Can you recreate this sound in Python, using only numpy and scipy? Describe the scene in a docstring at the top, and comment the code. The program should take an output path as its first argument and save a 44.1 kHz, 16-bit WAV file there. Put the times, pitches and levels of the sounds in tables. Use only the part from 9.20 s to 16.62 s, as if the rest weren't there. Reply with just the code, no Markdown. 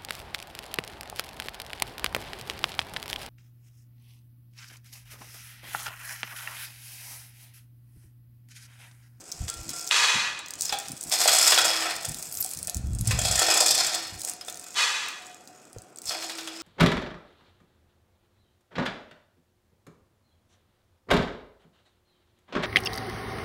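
"""Hand-chain hoist in a workshop

A hand chain is hauled through a hoist on a steel gantry in a wooden workshop, heard from the wearer's chest.
Random collisions ring modes into jingle and rattle; single clicks tick close by and knocks sound the housing.
Twice the load slips down as a dense metallic rush of blows on steel modes.
Soft low pushes make cloth rumble; wavering sines hum in the steel, over a room tail and faint shop noise."""
import sys
import numpy as np
from scipy import signal
from scipy.fft import rfft, irfft, next_fast_len
from scipy.io import wavfile
from scipy.ndimage import uniform_filter1d

SR = 44100
rng = np.random.default_rng(int(sys.argv[2]) if len(sys.argv) > 2 else 0)


def decibels_to_gain(level_db):
    """Convert a level in decibels to a linear amplitude gain (20 dB per decade)."""
    exponent = np.asarray(level_db, float) / 20
    return 10 ** exponent


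def store_pcm(level_fs):
    """Save levels as 16-bit WAV."""
    pcm = np.round(np.clip(level_fs, -1, 1) * 32767).astype(np.int16)
    wavfile.write(sys.argv[1], SR, np.atleast_2d(pcm).T)


N = 327222
T = np.arange(N) / SR

# slack hand chain swinging between pulls: t/s, jingle level/dB
SLACK = [(0.0, -51), (0.45, -47.5), (0.56, -38.5), (0.7, -43.5), (0.8, -75), (1.3, -81), (1.43, -34),
         (1.55, -49.5), (1.76, -50), (1.9, -43), (2.92, -44.5), (3.24, -44), (3.54, -52.5), (3.6, -59),
         (3.79, -54.5), (3.87, -39), (4.95, -48.5), (5.1, -37), (5.2, -67), (5.28, -45), (5.35, -54.5),
         (5.54, -45.5), (6.1, -58), (6.43, -62.5), (6.8, -68), (6.86, -42.5), (7.42, -51.5)]
# level of the jingle's top above 9.5 kHz: t/s, level/dB
JINGLE_TOP = [(0, -6.5), (1.3, -6), (1.6, -3), (1.9, 0), (2.8, -2.5), (2.95, 2), (3.2, 5.5), (3.55, 2.5),
              (3.7, -2.5), (4.5, -7.5), (5.1, 0.5), (5.5, -5.5), (6.1, -5.5), (6.8, -4), (7.42, -4.5)]
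# ringing modes of the links: f/Hz, width/Hz, level/dB
LINK_MODES = [(4320, 120, -2), (5150, 90, -1)]
# ringing modes of the hoist housing: f/Hz, width/Hz, level/dB
HOUSING_MODES = [(727.4, 76, 5), (1354, 60, 0), (1814, 26, -4.5), (2535, 25, -3.5), (3365, 13.5, -4)]
# links dropping hard into the pockets of the fast wheel: t/s, relative level/dB
SEATS = [(1.9238, -21), (1.957, -37), (2.0066, -27), (2.076, -17), (2.1837, -12.5), (2.212, -16),
         (2.246, -20), (2.2755, -13.5), (2.3, -16), (2.3433, -16.5), (2.385, -19), (2.4122, -21),
         (2.451, -13.5), (2.6042, -28), (2.6292, -28), (2.6975, -37), (3.9081, -21.5), (3.9886, -18.5),
         (4.0151, -21.5), (4.053, -18), (4.1114, -18), (4.155, -16.5), (4.1912, -13), (4.2186, -16.5),
         (4.3044, -21), (4.3388, -15), (4.3719, -13.5), (4.4027, -13.5), (4.4346, -26), (4.461, -13),
         (4.5047, -16.5), (4.5475, -15.5), (4.5883, -33), (4.645, -28.5), (4.6641, -18.5), (4.7464, -19.5),
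         (4.8317, -32.5)]


def unit(x):
    """Scale to rms 1."""
    return x / np.sqrt(np.mean(x ** 2))


def curves(rows):
    """Every column of a table after the time, as a value per sample."""
    s, *columns = np.transpose(rows)
    return [np.interp(T, s, c) for c in columns]


def colour(x, points):
    """Shape the spectrum along (f/Hz, gain/dB) points, straight over log frequency."""
    size = next_fast_len(len(x))
    hz, db = np.transpose(points)
    log_hz = np.log(np.fft.rfftfreq(size, 1 / SR) + 1)
    gain = decibels_to_gain(np.interp(log_hz, np.log(hz), db))
    return irfft(rfft(x, size) * gain, size)[:len(x)]


def ring(x, hz, width_hz):
    """One mode as a two-pole resonator; a unit impulse rings with amplitude 1 before decay."""
    w, r = 2 * np.pi * hz / SR, np.exp(-np.pi * width_hz / SR)
    return signal.lfilter([0, np.sin(w)], [1, -2 * r * np.cos(w), r * r], x)


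def cut_below(x, hz):
    """Steep high-pass."""
    return signal.sosfilt(signal.butter(4, hz, "high", fs=SR, output="sos"), x)


def split_at(x, hz):
    """Low part and the remaining treble, in phase so that they add up to x."""
    low = signal.sosfiltfilt(signal.butter(2, hz, fs=SR, output="sos"), x)
    return low, x - low


def walk(rate):
    """Random levels held 1 / rate s and smoothed."""
    k = int(SR / rate)
    held = np.repeat(rng.standard_normal(N // k + 1), k)
    return uniform_filter1d(held, k)[:N]


def hits(rate, spread_db):
    """Random collisions per second; exponential level offsets stop at three times the spread."""
    offset = np.minimum(rng.exponential(size=N), 3)
    return (rng.random(N) < rate / SR) * decibels_to_gain(spread_db * offset)


def sounding(spans, column=0):
    """Gain from one dB column of separate spans, silent between them."""
    return sum((T > rows[0][0]) * (T < rows[-1][0]) * decibels_to_gain(curves(rows)[column]) for rows in spans)


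def swell(s, held, db, rise_db, fall_db):
    """Gain that climbs to db, holds and fades, at steady dB per second."""
    return decibels_to_gain(db - rise_db * np.maximum(s - T, 0) - fall_db * np.maximum(T - s - held, 0))


def tones(rows):
    """Single modes struck once that ring out."""
    out = np.zeros(N)
    for s, db, hz, t60 in rows:
        strike = np.arange(N) == int(s * SR)
        out += decibels_to_gain(db) * ring(strike, hz, np.log(1000) / np.pi / t60)
    return out


def clatter(blows, modes, points, smear_s, modes_db, wander_db):
    """Blows ring the strong modes, each favoured in turn, and the countless weak ones as short coloured bursts."""
    strong = np.zeros(N)
    for hz, width, db in modes:
        push = blows * rng.standard_normal(N) * decibels_to_gain(wander_db * walk(25))
        strong += decibels_to_gain(db) * np.sqrt(width) * ring(push, hz, width)
    strong = unit(cut_below(strong, points[1][0]))
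    power = signal.lfilter([1], [1, -np.exp(-2 / (smear_s * SR))], blows ** 2)
    weak = np.sqrt(power) * rng.standard_normal(N)
    return unit(decibels_to_gain(modes_db) * strong + unit(colour(weak, points)))


def shop_noise():
    """The shop's steady faint background: noise shaped in frequency."""
    # f/Hz, spectrum level/dB before scaling
    shop_colour = [(24, -38), (40, -34), (118, 4), (329, 12), (503, 9.5), (751, 9), (1020, -1), (1410, 5),
                   (2320, -17), (4460, -64), (7930, -17), (16000, -39)]
    return decibels_to_gain(-56.5) * unit(colour(rng.standard_normal(N), shop_colour))


def chain():
    """Links jostle over the wheel: their fine jingle, their ring, and the housing they shake."""
    # three pulls over the wheel: t/s, link ring level/dB, housing above the links/dB
    pulls = [
        [(1.908, -37, 1), (1.918, -28.5, -6), (2.064, -27.5, -6.5), (2.286, -26, -2), (2.47, -31, -1),
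         (2.566, -34, 2), (2.72, -39.5, 4.5), (2.9, -60, -16)],
        [(3.86, -41, -2.5), (3.93, -43, 0.5), (4.07, -31.5, -9), (4.312, -28, -1), (4.49, -26.5, -17.5),
         (4.618, -29.5, -4), (4.818, -38, -4.5), (4.96, -58, 7)],
        [(6.85, -69, -4), (6.868, -38.5, -14), (6.9, -33, -13.5), (6.942, -46.5, 5), (7.084, -46, -10),
         (7.288, -51, 1.5), (7.42, -45.5, -2)],
    ]
    # fine modes of the jingle: f/Hz, width/Hz, level/dB
    jingle_modes = [(6290, 15, 20), (6590, 50, 6), (6840, 94, 39), (8100, 27, 8), (7900, 180, -11),
                    (9400, 43, 6), (12300, 410, -48), (13200, 170, -22)]
    # spectra of the short bursts: f/Hz, level/dB
    jingle_colour = [(3180, -27), (5400, -1), (6250, -1), (8090, 5), (9660, -5.5), (12300, -6),
                     (16000, -17)]
    link_colour = [(2120, -42.5), (3600, -1.5), (3910, -10.5), (5220, 2.5), (5800, -5), (7540, -20),
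                   (12800, -120)]
    housing_colour = [(210, -35), (350, -21.5), (717, -5), (920, -1.5), (1310, -5), (2250, -0.5), (2580, 2),
                      (2830, -3), (4200, -12), (5460, -19), (9240, -120)]
    full_db, jingle_db = -32.5, -0.5  # ring at a full pull; jingle above it there
    growth = 1.41  # dB of jingle per dB of ring
    slack_ring_db, slack_housing_db = -11.5, -12  # relative to the slack jingle
    idle_db = -69  # housing never quite still

    pull, slack = sounding(pulls), decibels_to_gain(curves(SLACK)[0])
    pull_jingle = decibels_to_gain(full_db + jingle_db) * (pull / decibels_to_gain(full_db)) ** growth
    jingle_gain = np.hypot(pull_jingle, slack)
    link_gain = np.hypot(pull, decibels_to_gain(slack_ring_db) * slack)
    pull_housing = pull * sounding(pulls, column=1)
    housing_gain = np.hypot(pull_housing, decibels_to_gain(slack_housing_db) * slack + decibels_to_gain(idle_db))

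    jostle = hits(550, spread_db=5)  # the same collisions drive all three
    jingle = clatter(jostle, jingle_modes, jingle_colour, smear_s=.003, modes_db=-11, wander_db=5)
    low, top = split_at(jingle, 9500)
    jingle = low + decibels_to_gain(curves(JINGLE_TOP)[0]) * top
    links = clatter(jostle, LINK_MODES, link_colour, smear_s=.007, modes_db=-2.5, wander_db=5)
    housing = clatter(jostle, HOUSING_MODES, housing_colour, smear_s=.01, modes_db=-.5, wander_db=6)
    return jingle_gain * jingle + link_gain * links + housing_gain * housing


def ticks():
    """Two links meet: a spark of a click, then a brief chatter; every pair rings at its own pitch."""
    # the louder ticks near the hands: t/s, peak level/dB before the low cut
    loud_ticks = [(0.1171, -15.5), (0.122, -16.5), (0.2827, -15), (0.2898, -15.5), (0.2996, -9),
                  (0.3404, -19), (0.4925, -15), (0.5035, -16), (0.5546, -28), (0.5872, -21), (0.6124, -18),
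                  (0.6448, -23), (0.6672, -20), (0.675, -13.5), (0.6934, -29), (1.191, -22), (1.2606, -24),
                  (1.2841, -23), (1.3067, -16.5), (1.3368, -18.5), (1.3546, -26), (1.4048, -23),
                  (1.4091, -7.5), (1.4206, -9), (1.4246, -18), (1.4555, -12.5), (1.5252, -15),
                  (1.5872, -13.5), (1.6004, -18), (1.684, -20), (1.694, -24), (1.7184, -17), (1.7767, -25),
                  (1.8106, -16.5), (1.829, -20), (1.837, -19), (1.8785, -29), (1.897, -14), (2.7641, -18),
                  (2.8285, -29), (2.849, -13), (2.8523, -12), (2.8885, -16), (2.894, -15), (2.919, -17),
                  (2.9447, -16), (2.986, -20), (3.0263, -18.5), (3.0682, -38), (3.1245, -16),
                  (3.142, -17.5), (3.1518, -21), (3.1726, -14.5), (3.1826, -22), (3.2055, -20),
                  (3.213, -22), (3.2258, -10), (3.241, -17), (3.246, -8), (3.262, -14), (3.2909, -23),
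                  (3.3067, -19), (3.3124, -17.5), (3.3353, -14), (3.3485, -23), (3.373, -16.5),
                  (3.3889, -17), (3.4229, -33), (3.429, -14), (3.448, -19), (3.4725, -11), (3.4793, -19),
                  (3.4966, -8.5), (3.5458, -15), (3.5557, -30), (3.5687, -19), (3.576, -27), (3.6702, -31),
                  (3.7335, -24), (3.7498, -20.5), (3.7867, -21), (3.791, -22), (3.8107, -14), (3.8732, -10),
                  (3.877, -10), (5.0167, -14), (5.0487, -7.5), (5.0967, -14), (5.1358, -22), (5.2111, -28),
                  (5.249, -28), (5.2637, -31), (5.2835, -20), (5.2989, -17.5), (5.3253, -24), (5.3439, -20),
                  (5.3569, -27), (5.3729, -24), (5.396, -23), (5.413, -28), (5.4417, -24), (5.5111, -33),
                  (5.5234, -31), (5.8849, -20.5), (6.067, -29), (6.1451, -30.5), (6.2745, -27),
                  (6.4525, -37), (6.53, -32), (6.5846, -29.5), (6.6196, -33), (6.7598, -29), (6.773, -29),
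                  (6.786, -21), (6.818, -25), (6.8558, -22), (6.8607, -22), (7.1835, -32), (7.2747, -22)]
    ticks_per_s, small_db, spread_db = 120, 8.5, 5  # small random ticks, dB above the slack jingle
    base_hz, lift = 8930, 0.25  # lift: dB of pitch ratio per dB of the jingle's top

    out, t = np.zeros(N + 1024), T[:1024]
    gap, size = rng.exponential(size=(1000, 2)).T
    when = np.cumsum(gap) / ticks_per_s
    small = np.interp(when, *np.transpose(SLACK)) + small_db + spread_db * np.minimum(size, 2)
    rows = loud_ticks + [row for row in zip(when, small) if row[0] < T[-1]]
    for (s, db), noise in zip(rows, rng.standard_normal((len(loud_ticks) + 1000, 1025))):
        top_db = np.interp(s, *np.transpose(JINGLE_TOP))
        hz = base_hz * np.exp(0.1 * noise[-1]) * decibels_to_gain(lift * top_db)
        push = noise[:-1] * (np.exp(-t / .0004) + .45 * np.exp(-t / .003))
        edge = np.diff(push, prepend=0)  # the bright edge of the click
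        tick = ring(push, hz, 0.28 * hz) + 0.8 * decibels_to_gain(top_db / 2) * edge
        out[int(s * SR):][:1024] += decibels_to_gain(db) * tick / np.abs(tick).max()
    return cut_below(out[:N], 4360)


def rumble():
    """Lumpy low pressure of cloth on the microphone: soft pushes in low bands that follow the loudest rub."""
    # cloth bumping the microphone: t/s, held/s, level/dB, centre f/Hz
    bumps = [(0.21, 0.024, -31, 86.5), (0.34, 0.078, -45.5, 84.6), (0.47, 0.021, -47.5, 182),
             (0.95, 0.029, -41.5, 198), (1.69, 0.033, -46, 205), (1.86, .02, -51, 181),
             (2.32, 0.018, -50.5, 116), (2.89, 0.048, -39, 149), (3.17, 0.036, -52.5, 136),
             (3.37, 0.1, -49, 131), (4.28, .01, -52, 103), (4.93, 0.039, -46, 117),
             (6.565, 0.0086, -47.5, 114), (6.865, .01, -53.5, 105)]
    # one long rub of cloth: t/s, level/dB
    rub = [(3.53, -64), (3.566, -25), (3.604, -30), (4.0, -27), (4.194, -38.5), (4.214, -54), (4.26, -58)]
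    rub_hz, rustle_hz = 99.4, 147.6
    rise_db, fall_db = 700, 300  # of a bump, dB per s
    rustle_db, waver_db = -62, 3  # faint cloth noise throughout
    still_s, fade_db = 4.9, 8  # the wearer settles: start, dB per s

    gains = [swell(s, held, db, rise_db, fall_db) for s, held, db, _ in bumps]
    rustle = decibels_to_gain(rustle_db - fade_db * np.maximum(T - still_s, 0) + waver_db * walk(7.7))
    gains = np.array(gains + [sounding([rub]), rustle])
    centres = np.array([row[3] for row in bumps] + [rub_hz, rustle_hz], float)
    hz = uniform_filter1d(centres[gains.argmax(axis=0)], size=800)
    pushes = hits(300, spread_db=-1.5) * rng.standard_normal(N)
    lumps = np.zeros(N)
    for f, width in [(50, 35), (75, 45), (110, 60), (160, 90), (230, 130)]:  # f/Hz, width/Hz
        band = unit(cut_below(ring(ring(pushes, f, width), f, width), 0.43 * f))
        lumps += band * np.exp(-(np.log(f / hz) / 0.49) ** 2)  # bands near the centre sound most
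    return gains.max(axis=0) * unit(lumps)


def hums():
    """Steel members of the gantry sing one note each, wavering in level and phase, while they are shaken."""
    # t/s where rise turns to fall, level/dB, rise/dB per s, fall/dB per s (below 0 climbs on), f/Hz, waver/dB
    steel = [(0.47, -52, 43, 40, 328, 3.5), (2.66, -39, 23, 110, 327.6, 2), (4.23, -38.5, 900, 25, 329, 4),
             (6.96, -46, 202, -10, 327.6, 2), (1.56, -39, 900, 110, 790, 6), (5.3, -48.5, 20, 43, 725, 5.5),
             (6.1, -52, 60, 20, 733, 5.5)]
    drift, waver = walk(3), walk(25)  # shared by all members
    out = np.zeros(N)
    for s, db, rise, fall, hz, waver_db in steel:
        gain = swell(s, 0, db - 2.5 + waver_db * waver, rise, fall)  # all 2.5 dB under the table
        out += gain * np.sin(2 * np.pi * hz * T + 2 * drift + waver_db / 4 * waver)
    return out


def knocks():
    """Links knock the housing: a noise crack and the housing modes, each blow with its own brightness."""
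    # t/s, relative level/dB, brightness/dB per octave (many soft blows favour the high modes)
    blows = [(0.28, -34.5, 14.5), (0.49, -39, 14), (1.495, -31.5, 17), (1.525, -10, 0), (1.654, -37, 13.5),
             (1.915, -24.5, 8), (2.015, -9.5, -2), (2.057, -2.5, -16), (2.082, -4.5, 2), (2.149, -19, -8),
             (2.321, -7, 6.5), (2.376, -1.5, -0.5), (2.846, -16, -3.5), (3.251, -52, -5), (3.48, -23, -3),
             (3.91, -9.5, 2), (4.218, -2.5, -7), (4.285, -4.5, -6), (4.39, -32, -4), (5.21, -38.5, 11.5),
             (5.282, -21, -4), (6.908, -15.5, -1.5), (7.023, -23, 6.5), (7.096, -21.5, 5.5),
             (7.184, -23, 7.5), (7.274, -20.5, 4)]
    out, t = np.zeros(N + 8192), T[:8192]
    hz, width, mode_db = np.transpose(HOUSING_MODES)[:, :, None]
    for (s, db, tilt_db), noise in zip(blows, rng.standard_normal((len(blows), 8192))):
        gains = decibels_to_gain(mode_db + tilt_db * np.log2(hz / 1500) + 2.5 * noise[:len(hz), None])
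        decay = np.exp(-np.pi * 1.8 * width * t)  # faster than when jostled
        modes = np.sum(gains * np.sin(2 * np.pi * hz * t) * decay, axis=0)
        crack = ring(noise * np.exp(-t / 0.012), 4320, 4500)
        blow = modes / np.abs(modes).max() + 1.03 * decibels_to_gain(tilt_db) * crack / np.abs(crack).max()
        out[int(s * SR):][:8192] += decibels_to_gain(db - 7.5) * blow
    return out[:N]


def pings():
    """Lone tones of hooks and brackets: modes struck once."""
    # t/s, level/dB, f/Hz, t60/s
    hooks = [(.295, -42, 1372, 0.73), (0.531, -43, 1374, 1), (1.494, -20.5, 5300, .025),
             (1.496, -23, 4900, .025), (1.527, -29, 760, 0.22), (1.527, -27, 811, 0.31),
             (5.212, -29, 5110, 0.041), (5.285, -30.5, 3540, 0.044), (5.285, -37, 5200, 0.045),
             (3.25, -35, 754, 0.083), (3.48, -44, 715, 0.32)]
    return tones(hooks)


def load():
    """The brake lets go: very dense chatter through the steel, its treble dying first."""
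    # the two slips: t/s, level/dB
    slips = [
        [(0.7, -56), (0.712, -30), (0.718, -22), (0.88, -20), (1.092, -29.5), (1.388, -52), (1.4, -63)],
        [(5.54, -53), (5.564, -28.5), (5.586, -22.5), (5.868, -32.5), (6.25, -63.5)],
    ]
    # modes of the load's steel: f/Hz, width/Hz, level/dB
    load_modes = [(1210, 19, -6), (1710, 37, -3), (1920, 27, -4), (2060, 27, -5), (2490, 36, 0),
                  (2680, 79, -5), (3010, 19, -6), (3310, 41, -5), (3450, 45, -5), (3850, 27, -3),
                  (4180, 70, -7), (4380, 20, -7), (4670, 110, -8), (5320, 81, -11), (5990, 130, -11),
                  (6200, 38, -8)]
    # spectrum of the short bursts: f/Hz, level/dB
    load_colour = [(240, -118), (400, -15), (690, -17), (949, -3.5), (1520, -5), (1660, -3.5),
                   (1820, -14.5), (2430, -5.5), (3050, -8), (7350, -8.5), (15000, -38)]
    start_db, loss_db = 3, 22  # treble at the start of a slip; its loss in dB per s

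    blows = hits(2500, spread_db=3.5)
    rush = clatter(blows, load_modes, load_colour, smear_s=0.02, modes_db=1.5, wander_db=1.5)
    low, treble = split_at(rush, 5000)
    first, second = slips[0][0][0], slips[1][0][0]
    since = T - np.where(T < second, first, second)
    treble_db = start_db - loss_db * np.maximum(since, 0)
    return sounding(slips) * (low + decibels_to_gain(treble_db) * treble)


def snap():
    """The brake pawl snapping free: very short struck modes, thinned by a low cut."""
    # t/s, level/dB before the cut, f/Hz, t60/s
    pawl = [(.7112, -12.5, 2880, 0.016), (.7112, -7, 3530, 0.0075), (.7112, -28, 1160, 0.019)]
    return cut_below(tones(pawl), 780)


def pockets():
    """Each link that seats throws a short spray of treble that swells over a few milliseconds."""
    power = np.zeros(N)
    for s, db in SEATS:
        power[int(s * SR)] = decibels_to_gain(db) ** 2
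    t = T[:4096] / 0.0024  # in units of the rise time
    power = np.abs(signal.fftconvolve(power, t * np.exp(-t))[:N])
    spray = ring(cut_below(rng.standard_normal(N), 1900), 7450, 1530)
    return np.sqrt(power) * unit(spray)


def clanks():
    """A seating link also rings links and housing, favouring different modes each time, a little off pitch."""
    ring_db, scatter_db, damping = -14.5, 6.5, 1.27  # level against the seat, mode scatter, decay factor
    out, t = np.zeros(N + 4096), T[:4096]
    hz, width, mode_db = np.transpose(HOUSING_MODES + LINK_MODES)[:, :, None]
    for (s, db), chance in zip(SEATS, rng.standard_normal((len(SEATS), 2, len(hz), 1))):
        gains = decibels_to_gain(mode_db + scatter_db * np.clip(chance[0], -3, 1.2))
        modes = gains * np.sin(2 * np.pi * hz * (1 + 0.022 * chance[1]) * t)
        decay = np.exp(-np.pi * damping * (width + 20) * t)
        out[int(s * SR):][:4096] += decibels_to_gain(db + ring_db) * np.sum(modes * decay, axis=0)
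    return out[:N]


def tinkle():
    """A small shackle tinkling very high: brief modes struck once."""
    # t/s, level/dB, f/Hz, t60/s
    shackle = [(3.125, -33, 13500, .08), (3.15, -34, 13400, .08), (3.185, -30, 13600, .05),
               (3.204, -20, 13500, .04), (3.209, -13.5, 12200, 0.013), (3.213, -22, 14200, .02),
               (3.217, -22, 11300, 0.016), (3.24, -26, 12300, .02), (3.291, -33, 13900, .03)]
    return tones(shackle)


def step():
    """A shoe set down: heel tap, then the floor's thud, each one damped mode."""
    # t/s, level/dB, f/Hz, t60/s
    shoe = [(6.563, -31, 470, 0.027), (6.568, -39, 105, 0.1)]
    return tones(shoe)


def room(x):
    """A diffuse tail that swells in over 9 ms; the highest band dies far sooner than the rest."""
    # f/Hz, t60/s
    room_t60 = [(300, 0.44), (1200, 0.44), (4000, 0.6), (11000, 0.064)]
    t = T[:SR]
    tail = np.zeros(SR)
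    for hz, t60 in room_t60:
        band = unit(ring(rng.standard_normal(SR), hz, hz))
        tail += band * np.sqrt(hz / t60) * decibels_to_gain(-60 * t / t60)
    tail = tail * np.clip(t / 0.0089, 0, 1)
    return signal.fftconvolve(x, tail / np.sqrt(np.sum(tail ** 2)))[:N]


def scene():
    """The hoist overhead is wetter than the links in the hands; long single notes carry their own ring."""
    near = ticks() + pockets() + tinkle()
    hoist = chain() + cut_below(knocks() + clanks(), 495)
    wet = room(decibels_to_gain(-10.0) * near + decibels_to_gain(-4.0) * hoist)
    notes = hums() + pings() + step() + snap()
    return (near + hoist + wet + load() + rumble() + notes + shop_noise())[None]


def roll_off(x):
    """The treble ends steeply here."""
    return signal.sosfilt(signal.butter(12, 16850, fs=SR, output="sos"), x)


def record(dry):
    """A steep elliptic low-pass cuts the top above 15.75 kHz."""
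    low_pass = signal.ellip(8, .2, 50, 15750, fs=SR, output="sos")
    mix = signal.sosfilt(low_pass, dry)
    return roll_off(mix)


dry = scene()
out = record(dry)
store_pcm(out)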